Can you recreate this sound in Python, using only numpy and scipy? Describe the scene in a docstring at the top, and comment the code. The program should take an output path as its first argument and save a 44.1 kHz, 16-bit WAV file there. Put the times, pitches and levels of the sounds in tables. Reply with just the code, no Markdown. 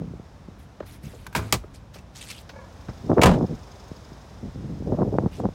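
"""At a parked car, outdoors, on one hand-held microphone. Close by, someone leans in and pulls the hood
release: the latch springs with a thump and the plastic lever snaps back against the dashboard.
Clothes rustle, the door creaks faintly and is slammed, steel ringing over a boom. They walk to the
hood with wind buffeting the microphone port. Far off lie traffic and a faint insect chorus, with one
insect chirping nearer; all but the traffic's rumble are quieter from inside the cabin."""
import sys
import numpy as np
from scipy import signal
from scipy.fft import rfft, irfft, next_fast_len
from scipy.io import wavfile
from scipy.ndimage import uniform_filter1d

SR = 44100
rng = np.random.default_rng(int(sys.argv[2]) if len(sys.argv) > 2 else 0)


def waveform_to_disk(signal):
    """Save audio, clipped to [-1, 1], as 16-bit WAV at the path in sys.argv[1]."""
    frames = np.transpose(np.atleast_2d(signal))
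    scaled = np.clip(frames, -1, 1) * 32767
    samples = np.round(scaled).astype(np.int16)
    wavfile.write(sys.argv[1], SR, samples)


N = 244446
TIME = np.arange(N) / SR

# lever taking up the cable, latch letting go: start_s, level_db, tilt_db_per_octave, length_factor
PULL_CONTACTS = [(1.266, -30.5, .5, 0.19), (1.327, -47, 2, 0.76), (1.350, -18.5, -1, 0.52),
                 (1.361, -23.5, 1, 0.83), (1.376, -29.5, -4, 1.65), (1.42, -45.5, -1.5, 6)]
PULL_COLOUR = [(88, -23), (150, -16), (406, -9), (689, -14.5), (805, -12), (1140, -7.5), (1260, -10.5),
               (1560, -6.5), (1870, -19), (2400, -8), (2700, -24), (3550, -18), (16000, -31.5)]   # frequency_hz, density_db
PULL_RING = [(200, 0.29), (1500, 0.14), (12000, 0.16)]   # frequency_hz, t60_s
# the lever's hollow plastic handle being jarred: start_s, level_db
LEVER_JOLTS = [(1.2645, -39.5), (1.327, -43.5), (1.3497, -20.5)]
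LEVER_MODES = [(840, -17.5, 0.089), (940, 5.5, 0.023), (1530, -6.5, 0.14), (1593, 0.5, 0.052),
               (2270, -7, .05), (2460, 3, 0.027)]   # pitch_hz, level_db, t60_s
# the hood jumping on its spring: start_s, level_db
HOOD_JUMPS = [(1.353, -25.5), (1.367, -21)]
HOOD_MODES = [(72.2, -4, 0.27), (106, 2, 0.72), (168.5, 0, 0.15), (187, 1.5, 0.17), (251, -7, .18),
              (410.5, -9, 0.14), (648, -21, 0.38), (1005, -25.5, 0.38), (1163, -29, .2)]   # pitch_hz, level_db, t60_s
# lever snapping home and chattering: start_s, level_db, tilt_db_per_octave, length_factor
SNAP_CONTACTS = [(1.5246, -4.5, 0, 0.15), (1.529, -16, 0, 0.45), (1.5395, -18.5, -2, 0.62),
                 (1.547, -32.5, -2, 0.93), (1.575, -48, -1, 1.4)]
SNAP_COLOUR = [(120, -10.5), (200, -3), (659, -11), (933, -3.5), (1060, -5), (1210, -2), (1420, -14.5),
               (1940, -5.5), (2330, -5.5), (2510, -10), (2860, -9), (8580, -12.5), (11700, -21),
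               (16000, -19)]   # frequency_hz, density_db
SNAP_RING = [(200, 0.16), (1500, 0.096), (12000, 0.13)]   # frequency_hz, t60_s
# the dashboard taking the snap: start_s, level_db
DASH_KNOCKS = [(1.525, -22), (1.539, -22)]
DASH_MODES = [(114, 2.5, 0.092), (209, -7.5, 0.029), (310, 1.5, 0.043), (1310, -9, 0.059), (1445, -22, .09),
              (4020, -20.5, .05)]   # pitch_hz, level_db, t60_s

# catch riding over the striker, door landing: start_s, level_db, tilt_db_per_octave, length_factor
SLAM_CONTACTS = [(3.215, -15, 1.5, 0.9), (3.2185, -12, 0.5, 0.38), (3.226, -14.5, -11, 0.65),
                 (3.2335, -4.5, 2.5, 0.26), (3.238, -16, -17, 0.22), (3.2578, -9.5, 2.5, 0.21),
                 (3.267, -8, -.5, 0.45)]
SLAM_COLOUR = [(88, -32), (150, -1.5), (321, -8.5), (601, -4), (716, -10.5), (998, -3.5), (1240, -15.5),
               (1390, -14.5), (1600, -11.5), (2020, -25), (2700, -21), (4670, -30), (6910, -31),
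               (16000, -48.5)]   # frequency_hz, density_db
SLAM_RING = [(200, 0.3), (1000, 0.11), (4000, 0.2), (12000, 0.17)]   # frequency_hz, t60_s
# the steel catch clacking shut in two stages: start_s, level_db
CATCH_CLACKS = [(3.2152, -19.5), (3.2338, -21)]
CATCH_MODES = [(2280, 6, 0.041), (2570, 1, 0.044), (2760, -3.5, 0.069), (2800, -9, 0.06),
               (3260, -3.5, 0.065), (5540, -14, .04), (6870, -6, 0.041), (7040, -16, 0.043)]   # pitch_hz, level_db, t60_s
# the striker setting the door's steel skin ringing: start_s, level_db
SKIN_BLOWS = [(3.2345, -19.5)]
SKIN_MODES = [(481, 1, .3), (762, -4, .3), (905, -1, .24), (1009, 0, .26), (1068, -3, .22), (1167, -2, .2),
              (1250, 0, .2), (1501, -8, .19), (1636, -7, .18), (1696, -9, .18), (1762, -9, .18),
              (1958, -10, .17), (2261, -8, .16), (2758, -7, .16)]   # pitch_hz, level_db, t60_s
# the door shell and the cabin air taking the blow: start_s, level_db
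SHELL_BLOWS = [(3.2475, -11), (3.274, -13.5)]
SHELL_MODES = [(46.3, -10, 0.14), (79.7, -1.5, 0.13), (131, -2, 0.15), (175.5, 4.5, 0.38),
               (231.6, -7.5, 0.37), (284, -12, 0.2)]   # pitch_hz, level_db, t60_s
# resonances of the door hinge: pitch_hz, level_db, t60_s
HINGE_MODES = [(534, 11, 0.067), (957, 2.5, 0.13), (1083, 4, 0.079), (1406, -11.5, 0.39), (1650, 0.5, 0.13),
               (2200, 1.5, 0.061)]

# gusts right on the microphone, from the swinging door and the open air: start_s, length_s, level_db
GUSTS = [(0, 0.058, -31.5), (0.077, .08, -37), (1.038, 0.048, -37.5), (2.889, 0.018, -33),
         (3.043, .045, -33.5), (3.100, 0.034, -18), (3.177, 0.032, -15.5), (3.356, 0.088, -21),
         (3.496, 0.047, -28.5), (4.432, 0.049, -31.5), (4.558, .3, -33), (4.874, 0.031, -25),
         (4.922, 0.029, -20.7), (4.990, 0.039, -19), (5.05, 0.042, -24.5), (5.128, 0.032, -24),
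         (5.196, .075, -23.5), (5.398, 0.014, -25), (5.443, 0.022, -21.5)]
# lone eddies popping on the microphone port: time_s, peak_db
EDDIES = [(0.02, -21), (0.138, -25.5), (0.198, -26.5), (0.486, -27), (3.117, -8), (3.183, -3.5),
          (3.194, -4), (3.2585, 0), (3.411, -12.5), (3.916, -24), (4.12, -29), (4.824, -23), (5.02, -11.5),
          (5.142, -15), (5.186, -4.5), (5.261, -13), (5.402, -13.5), (5.455, -10.5), (5.489, -18.5)]
# the port's response to wind: frequency_hz, gain_db
PORT_COLOUR = [(40, 10), (90, -3.5), (170, 0), (280, -2), (480, 2), (900, 4.5), (1600, 5)]

# a sleeve brushing along as the arm reaches under the dashboard: start_s, length_s, level_db
SLEEVE_STROKES = [(0.595, 0.035, -61), (0.865, 0.083, -52), (1.035, 0.082, -53.5), (1.15, 0.11, -61)]
SLEEVE_COLOUR = [(800, -13), (1700, -2.5), (2500, -1), (3600, -2), (4800, -7), (8000, -12), (10500, -6),
                 (13500, -11), (16000, -13)]   # frequency_hz, density_db
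# trousers sliding over the seat and sill: start_s, length_s, level_db
TROUSER_STROKES = [(1.045, 0.25, -60.5), (1.41, 0.16, -55), (1.745, 0.013, -54.5), (1.942, 0.029, -56),
                   (2.157, 0.246, -47), (5.322, 0.072, -52.5)]
TROUSER_COLOUR = [(710, -38), (1200, -16), (1540, -8), (1630, -5.5), (2650, -2), (3400, -2), (6800, -6.5),
                  (8260, -6.5), (16000, -22.5)]   # frequency_hz, density_db
# seams catching on the plastic trim: start_s, level_db
SEAM_SNAGS = [(1.985, -53), (2.212, -43), (2.226, -52), (2.287, -47), (2.301, -38), (2.312, -44.5),
              (2.496, -60)]
TRIM_MODES = [(1910, -8.5, 0.047), (2340, 4.5, 0.029), (2670, 3.5, 0.063), (2950, -2, 0.055),
              (4300, -12, 0.057)]   # pitch_hz, level_db, t60_s
# small knocks of hands and feet: start_s, level_db, tilt_db_per_octave, length_factor
TAP_CONTACTS = [(0.803, -20.5, -7, 0.2), (0.825, -41.5, -3, .95), (1.133, -33, -10.5, 1),
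                (1.637, -28, -9.5, 0.27), (1.941, -44.5, 6.5, .8), (1.955, -41, -0.5, 0.79),
                (2.3005, -44.5, 2, 0.53), (2.492, -36, 2.5, 0.49), (2.883, -33.5, -3.5, 0.92)]
TAP_COLOUR = [(150, -20.5), (300, -6), (520, 8.5), (800, -2.5), (1300, 0.5), (2500, -11), (5000, -15),
              (9000, -42), (16000, -40)]   # frequency_hz, density_db
TAP_RING = [(200, 0.079), (2000, 0.12), (12000, 0.22)]   # frequency_hz, t60_s

# how open the microphone is to the outdoors, lowest inside the cabin: time_s, openness_db
OPENNESS = [(0, -6.5), (1.9, -9.5), (2.5, -4.3), (2.95, -0.5), (3.85, 0), (4.4, -2.5), (5.54, -3.5)]
# distant traffic, its rumble (also the wind's buffeting) and its wash: frequency_hz, density_db
RUMBLE_COLOUR = [(25, -17), (38, -7.5), (52, -1), (80, 1), (120, -4.5), (200, -8.5), (300, -16.5),
                 (500, -60.5)]
WASH_COLOUR = [(150, -20.5), (300, -0.5), (600, 0.5), (1000, -3.5), (2000, -13), (4000, -21), (6500, -46),
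               (9000, -35), (15000, -68)]
# the far chorus in the trees and the one nearer insect: frequency_hz, density_db
CHORUS_COLOUR = [(2200, -16.5), (3600, 1), (4400, -1.5), (5300, 2), (6600, -2.5), (8500, -9.5),
                 (14000, -18.5), (16000, -18)]
CHIRP_COLOUR = [(2900, -29), (3500, -1.5), (4300, -17), (4850, 0.5), (5200, 3), (5750, -10), (6400, -3),
                (7500, -17), (9000, -26), (15000, -22)]

# third-octave bands: centre_hz, width_hz, filter
EDGES_HZ = 25 * 2 ** np.arange(0, 9.5, 1 / 3)
BANDS = [(np.sqrt(lo * hi), hi - lo, signal.butter(2, [lo, hi], "band", fs=SR, output="sos"))
         for lo, hi in zip(EDGES_HZ, EDGES_HZ[1:])]


def hood_release():
    """The cable trips the latch, the hood jumps, and the lever flies back against the dashboard."""
    pull = clatter(PULL_CONTACTS, PULL_COLOUR, PULL_RING)
    handle = struck(LEVER_JOLTS, LEVER_MODES, contact_s=0.00088)
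    thump = struck(HOOD_JUMPS, HOOD_MODES, contact_s=0.0085)
    snap = clatter(SNAP_CONTACTS, SNAP_COLOUR, SNAP_RING)
    dashboard = struck(DASH_KNOCKS, DASH_MODES, contact_s=0.0014)
    return pull + handle + thump + snap + dashboard


def door_slam(rattle_s=3.287, gap_s=.0245, rattle_db=-14, loss_db=4, tilt_db_per_octave=-2, length=.75):
    """The catch hits the striker, the skin rings, the shell booms and the panels rattle ever weaker."""
    rattle = [(rattle_s + k * gap_s, rattle_db - k * loss_db, tilt_db_per_octave, length)
              for k in range(3)]
    clash = clatter(SLAM_CONTACTS + rattle, SLAM_COLOUR, SLAM_RING)
    catch = struck(CATCH_CLACKS, CATCH_MODES, contact_s=0.0011)
    skin = struck(SKIN_BLOWS, SKIN_MODES, contact_s=0.0022)
    shell = struck(SHELL_BLOWS, SHELL_MODES, contact_s=0.00083)
    return clash + catch + skin + shell


def hinge_creak(start_s=2.533, gap_s=.0265, middle_db=-47.5, ends_db=-5.5, scatter_db=3.5):
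    """The hinge slips in even steps, each with its own pitch and mix of modes as the load shifts."""
    out = np.zeros(N)
    hz, mode_db, t60 = np.transpose(HINGE_MODES)
    for k, place in enumerate(np.linspace(-1, 1, 5)):
        slip_hz = hz * (1 + .03 * rng.standard_normal(len(hz)))
        slip_db = mode_db + scatter_db * rng.standard_normal(len(hz))
        slip = (start_s + k * gap_s, middle_db + ends_db * place ** 2)
        out += struck([slip], np.transpose([slip_hz, slip_db, t60]), contact_s=0.0025)
    return out


def clatter(contacts, colour, ring):
    """Each contact sets a dense cloud of resonances ringing, which dies band by band."""
    out, t = np.zeros(N), TIME[:SR // 2]
    centres, widths = np.array([band[:2] for band in BANDS]).T
    for start_s, level_db, tilt_db, length in contacts:
        gains = from_db(at_hz(colour, centres) + tilt_db * np.log2(centres)) * np.sqrt(widths)
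        gains = gains / np.linalg.norm(gains) * from_db(level_db)
        white = rng.standard_normal((2, len(t)))   # neighbouring bands get unrelated noise
        for k, (hz, _, sos) in enumerate(BANDS):
            t60 = max(at_hz(ring, hz) * length, 1e-3)
            decay = np.exp(-np.log(1000) * t / t60) + 1e-12
            band = signal.sosfilt(sos, white[k % 2] * decay)
            add(out, start_s, gains[k] * band * np.linalg.norm(decay) / np.linalg.norm(band))
    return out


def struck(blows, modes, contact_s):
    """Blows ring the separate modes of a body; a soft contact lets them build up."""
    out, t = np.zeros(N), TIME[:SR]
    hz, mode_db, t60 = np.transpose(modes)[:, :, None]
    partials = from_db(mode_db) * np.sin(2 * np.pi * hz * t) * np.exp(-np.log(1000) * t / t60)
    ringing = partials.sum(axis=0) * (1 - np.exp(-t / contact_s))
    for start_s, level_db in blows:
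        add(out, start_s, from_db(level_db) * ringing)
    return out


def gusts(bright_hz=670, db_per_octave=13.5, lumpy_db=3.5, lumps_per_s=220, buffet_db=-11.5):
    """Lumpy turbulence on the microphone, brighter the harder it blows, over a slow deep buffeting."""
    out, flow = np.zeros(N), np.zeros(N)
    t = TIME[:SR // 2] - .1
    for start_s, length_s, level_db in GUSTS:
        shape = swell(t, length_s, attack_s=0.0083, fade_db_per_s=6, release_s=0.0075)
        envelope = from_db(level_db) * shape
        turbulence = rng.standard_normal(len(t)) * from_db(lumpy_db * drift(lumps_per_s, len(t)))
        gust = microphone_port(envelope * turbulence, bright_hz * 2 ** (level_db / db_per_octave))
        add(out, start_s + t[0], gust * np.linalg.norm(envelope) / np.linalg.norm(gust))
        add(flow, start_s + t[0], envelope)
    slow_flow = uniform_filter1d(flow, int(.3 * SR))
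    buffet = slow_flow * coloured(rng.standard_normal(N), RUMBLE_COLOUR)
    return out + from_db(buffet_db) * buffet


def eddies(bright_hz=500, db_per_octave=17, front_db=5):
    """Eddies, alone or at the front of each gust, are single pressure pulses, sharper when stronger."""
    out, size = np.zeros(N), SR // 2
    pulse = signal.unit_impulse(size, "mid")
    fronts = [(start_s, level_db + front_db) for start_s, _, level_db in GUSTS]
    for time_s, peak_db in EDDIES + fronts:
        pop = microphone_port(pulse, bright_hz * 2 ** (peak_db / db_per_octave))
        add(out, time_s - size / 2 / SR, from_db(peak_db) * pop / np.abs(pop).max())
    return out


def microphone_port(pressure, bright_hz, bass_cut_hz=122.4):
    """An eddy's size limits its treble; the port's steep bass cut makes it ring."""
    hz = np.fft.rfftfreq(len(pressure), 1 / SR)
    response = np.exp(-hz / bright_hz) * from_db(at_hz(PORT_COLOUR, hz))
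    smooth = irfft(rfft(pressure) * response, len(pressure))
    return signal.sosfilt(signal.butter(3, bass_cut_hz, "high", fs=SR, output="sos"), smooth)


def person(snag_db=1, snag_decay_s=0.0094):
    """Close up, cloth slides, caught seams let go in bursts, and hands and feet knock on the trim."""
    friction = fibres(grain_db=2.5, grains_per_s=800, patchy_db=4.0, shifts_per_s=60)
    snags = np.zeros(N)
    burst = np.exp(-TIME[:SR // 10] / snag_decay_s)
    for start_s, level_db in SEAM_SNAGS:
        add(snags, start_s, from_db(level_db + snag_db) * burst)
    sleeve = strokes(SLEEVE_STROKES) * coloured(friction[::-1], SLEEVE_COLOUR)   # same weave, new grains
    trousers = (strokes(TROUSER_STROKES) + snags) * coloured(friction, TROUSER_COLOUR)
    trim = struck(SEAM_SNAGS, TRIM_MODES, contact_s=0.00053)
    taps = clatter(TAP_CONTACTS, TAP_COLOUR, TAP_RING)
    return sleeve + trousers + trim + taps


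def fibres(grain_db, grains_per_s, patchy_db, shifts_per_s):
    """Threads catch and slip in tiny uneven bursts; the colour shifts as the folds move."""
    hiss = rng.standard_normal((2, N)) * from_db(grain_db * drift(grains_per_s))
    return sum(signal.sosfilt(sos, hiss[k % 2]) * from_db(patchy_db * drift(shifts_per_s))
               for k, (_, _, sos) in enumerate(BANDS))


def strokes(rows):
    """Level of sliding cloth: each stroke starts briskly, slows and stops."""
    out, t = np.zeros(N), TIME[:SR // 2] - .1
    for start_s, length_s, level_db in rows:
        shape = swell(t, length_s, attack_s=0.0074, fade_db_per_s=12.5, release_s=0.021)
        add(out, start_s + t[0], from_db(level_db) * shape)
    return out


def traffic(open_db, rumble_db=-45.5, wash_db=-49.5, shielding=0.64):
    """Distant traffic: a low rumble that goes through everything, and a wash that the car shields."""
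    rumble = coloured(rng.standard_normal(N), RUMBLE_COLOUR)
    wash = coloured(rng.standard_normal(N), WASH_COLOUR)
    return from_db(rumble_db) * rumble + from_db(wash_db + shielding * open_db) * wash


def insects(open_db, far_db=-59.5, near_db=-61.5, near_shielding=3.1, pairs_per_s=12.1):
    """A smooth far chorus, and a nearer insect, more shadowed by the car, chirping in strong-weak pairs."""
    cycles = pairs_per_s * TIME + .04 * drift(3)
    swing = np.cos(2 * np.pi * cycles)
    chirps = swing ** 8 * (1 + .3 * swing)
    near = rms_one(chirps) * coloured(rng.standard_normal(N), CHIRP_COLOUR)
    far = coloured(rng.standard_normal(N), CHORUS_COLOUR)
    return from_db(far_db + open_db) * far + from_db(near_db + near_shielding * open_db) * near


def swell(t, length_s, attack_s, fade_db_per_s, release_s):
    """Rise up to time zero, hold while fading slowly, then die away."""
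    edges = np.exp(np.minimum(t, 0) / attack_s - np.maximum(t - length_s, 0) / release_s)
    return from_db(-fade_db_per_s * np.clip(t, 0, length_s)) * edges + 1e-12


def coloured(hiss, colour):
    """Give a steady hiss a spectrum; rms 1."""
    size = next_fast_len(N, True)
    gains = from_db(at_hz(colour, np.fft.rfftfreq(size, 1 / SR)))
    return rms_one(irfft(rfft(hiss, size) * gains, size)[:N])


def drift(rate, size=N):
    """A random wander that heads for a new value rate times a second."""
    knots = rng.standard_normal(size // 10)
    return np.interp(TIME[:size] * rate, np.arange(len(knots)), knots)


def at_hz(points, hz):
    """Read a table on a log-frequency axis."""
    points_hz, values = np.transpose(points)
    return np.interp(np.log(hz + 1e-9), np.log(points_hz), values)


def add(out, start_s, sound):
    """Mix a sound in, starting at start_s."""
    start = int(round(start_s * SR))
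    lo, hi = max(start, 0), min(start + len(sound), N)
    out[lo:hi] += sound[lo - start:hi - start]


def from_db(db):
    """Decibels to gain."""
    return np.exp(np.asarray(db) * np.log(10) / 20)


def rms_one(x):
    """Scale to unit rms."""
    return x / np.sqrt(np.mean(x ** 2) + 1e-20)


def scene():
    """Everything at the one microphone, from the car close by to the far background."""
    open_db = np.interp(TIME, *np.transpose(OPENNESS))
    close = hood_release() + door_slam() + hinge_creak() + gusts() + eddies() + person()
    return (close + traffic(open_db) + insects(open_db))[None]


def record(dry, bass_cut_hz=39, ceiling=.72, treble_cut_hz=15900):
    """The recorder loses the deepest bass, rounds off the loudest peaks and cuts the top."""
    thinned = signal.sosfilt(signal.butter(7, bass_cut_hz, "high", fs=SR, output="sos"), dry)
    rounded = thinned / (1 + (thinned / ceiling) ** 4) ** (1 / 4)
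    return signal.sosfilt(signal.ellip(10, .2, 80, treble_cut_hz, fs=SR, output="sos"), rounded)


dry = scene()
out = record(dry)
waveform_to_disk(out)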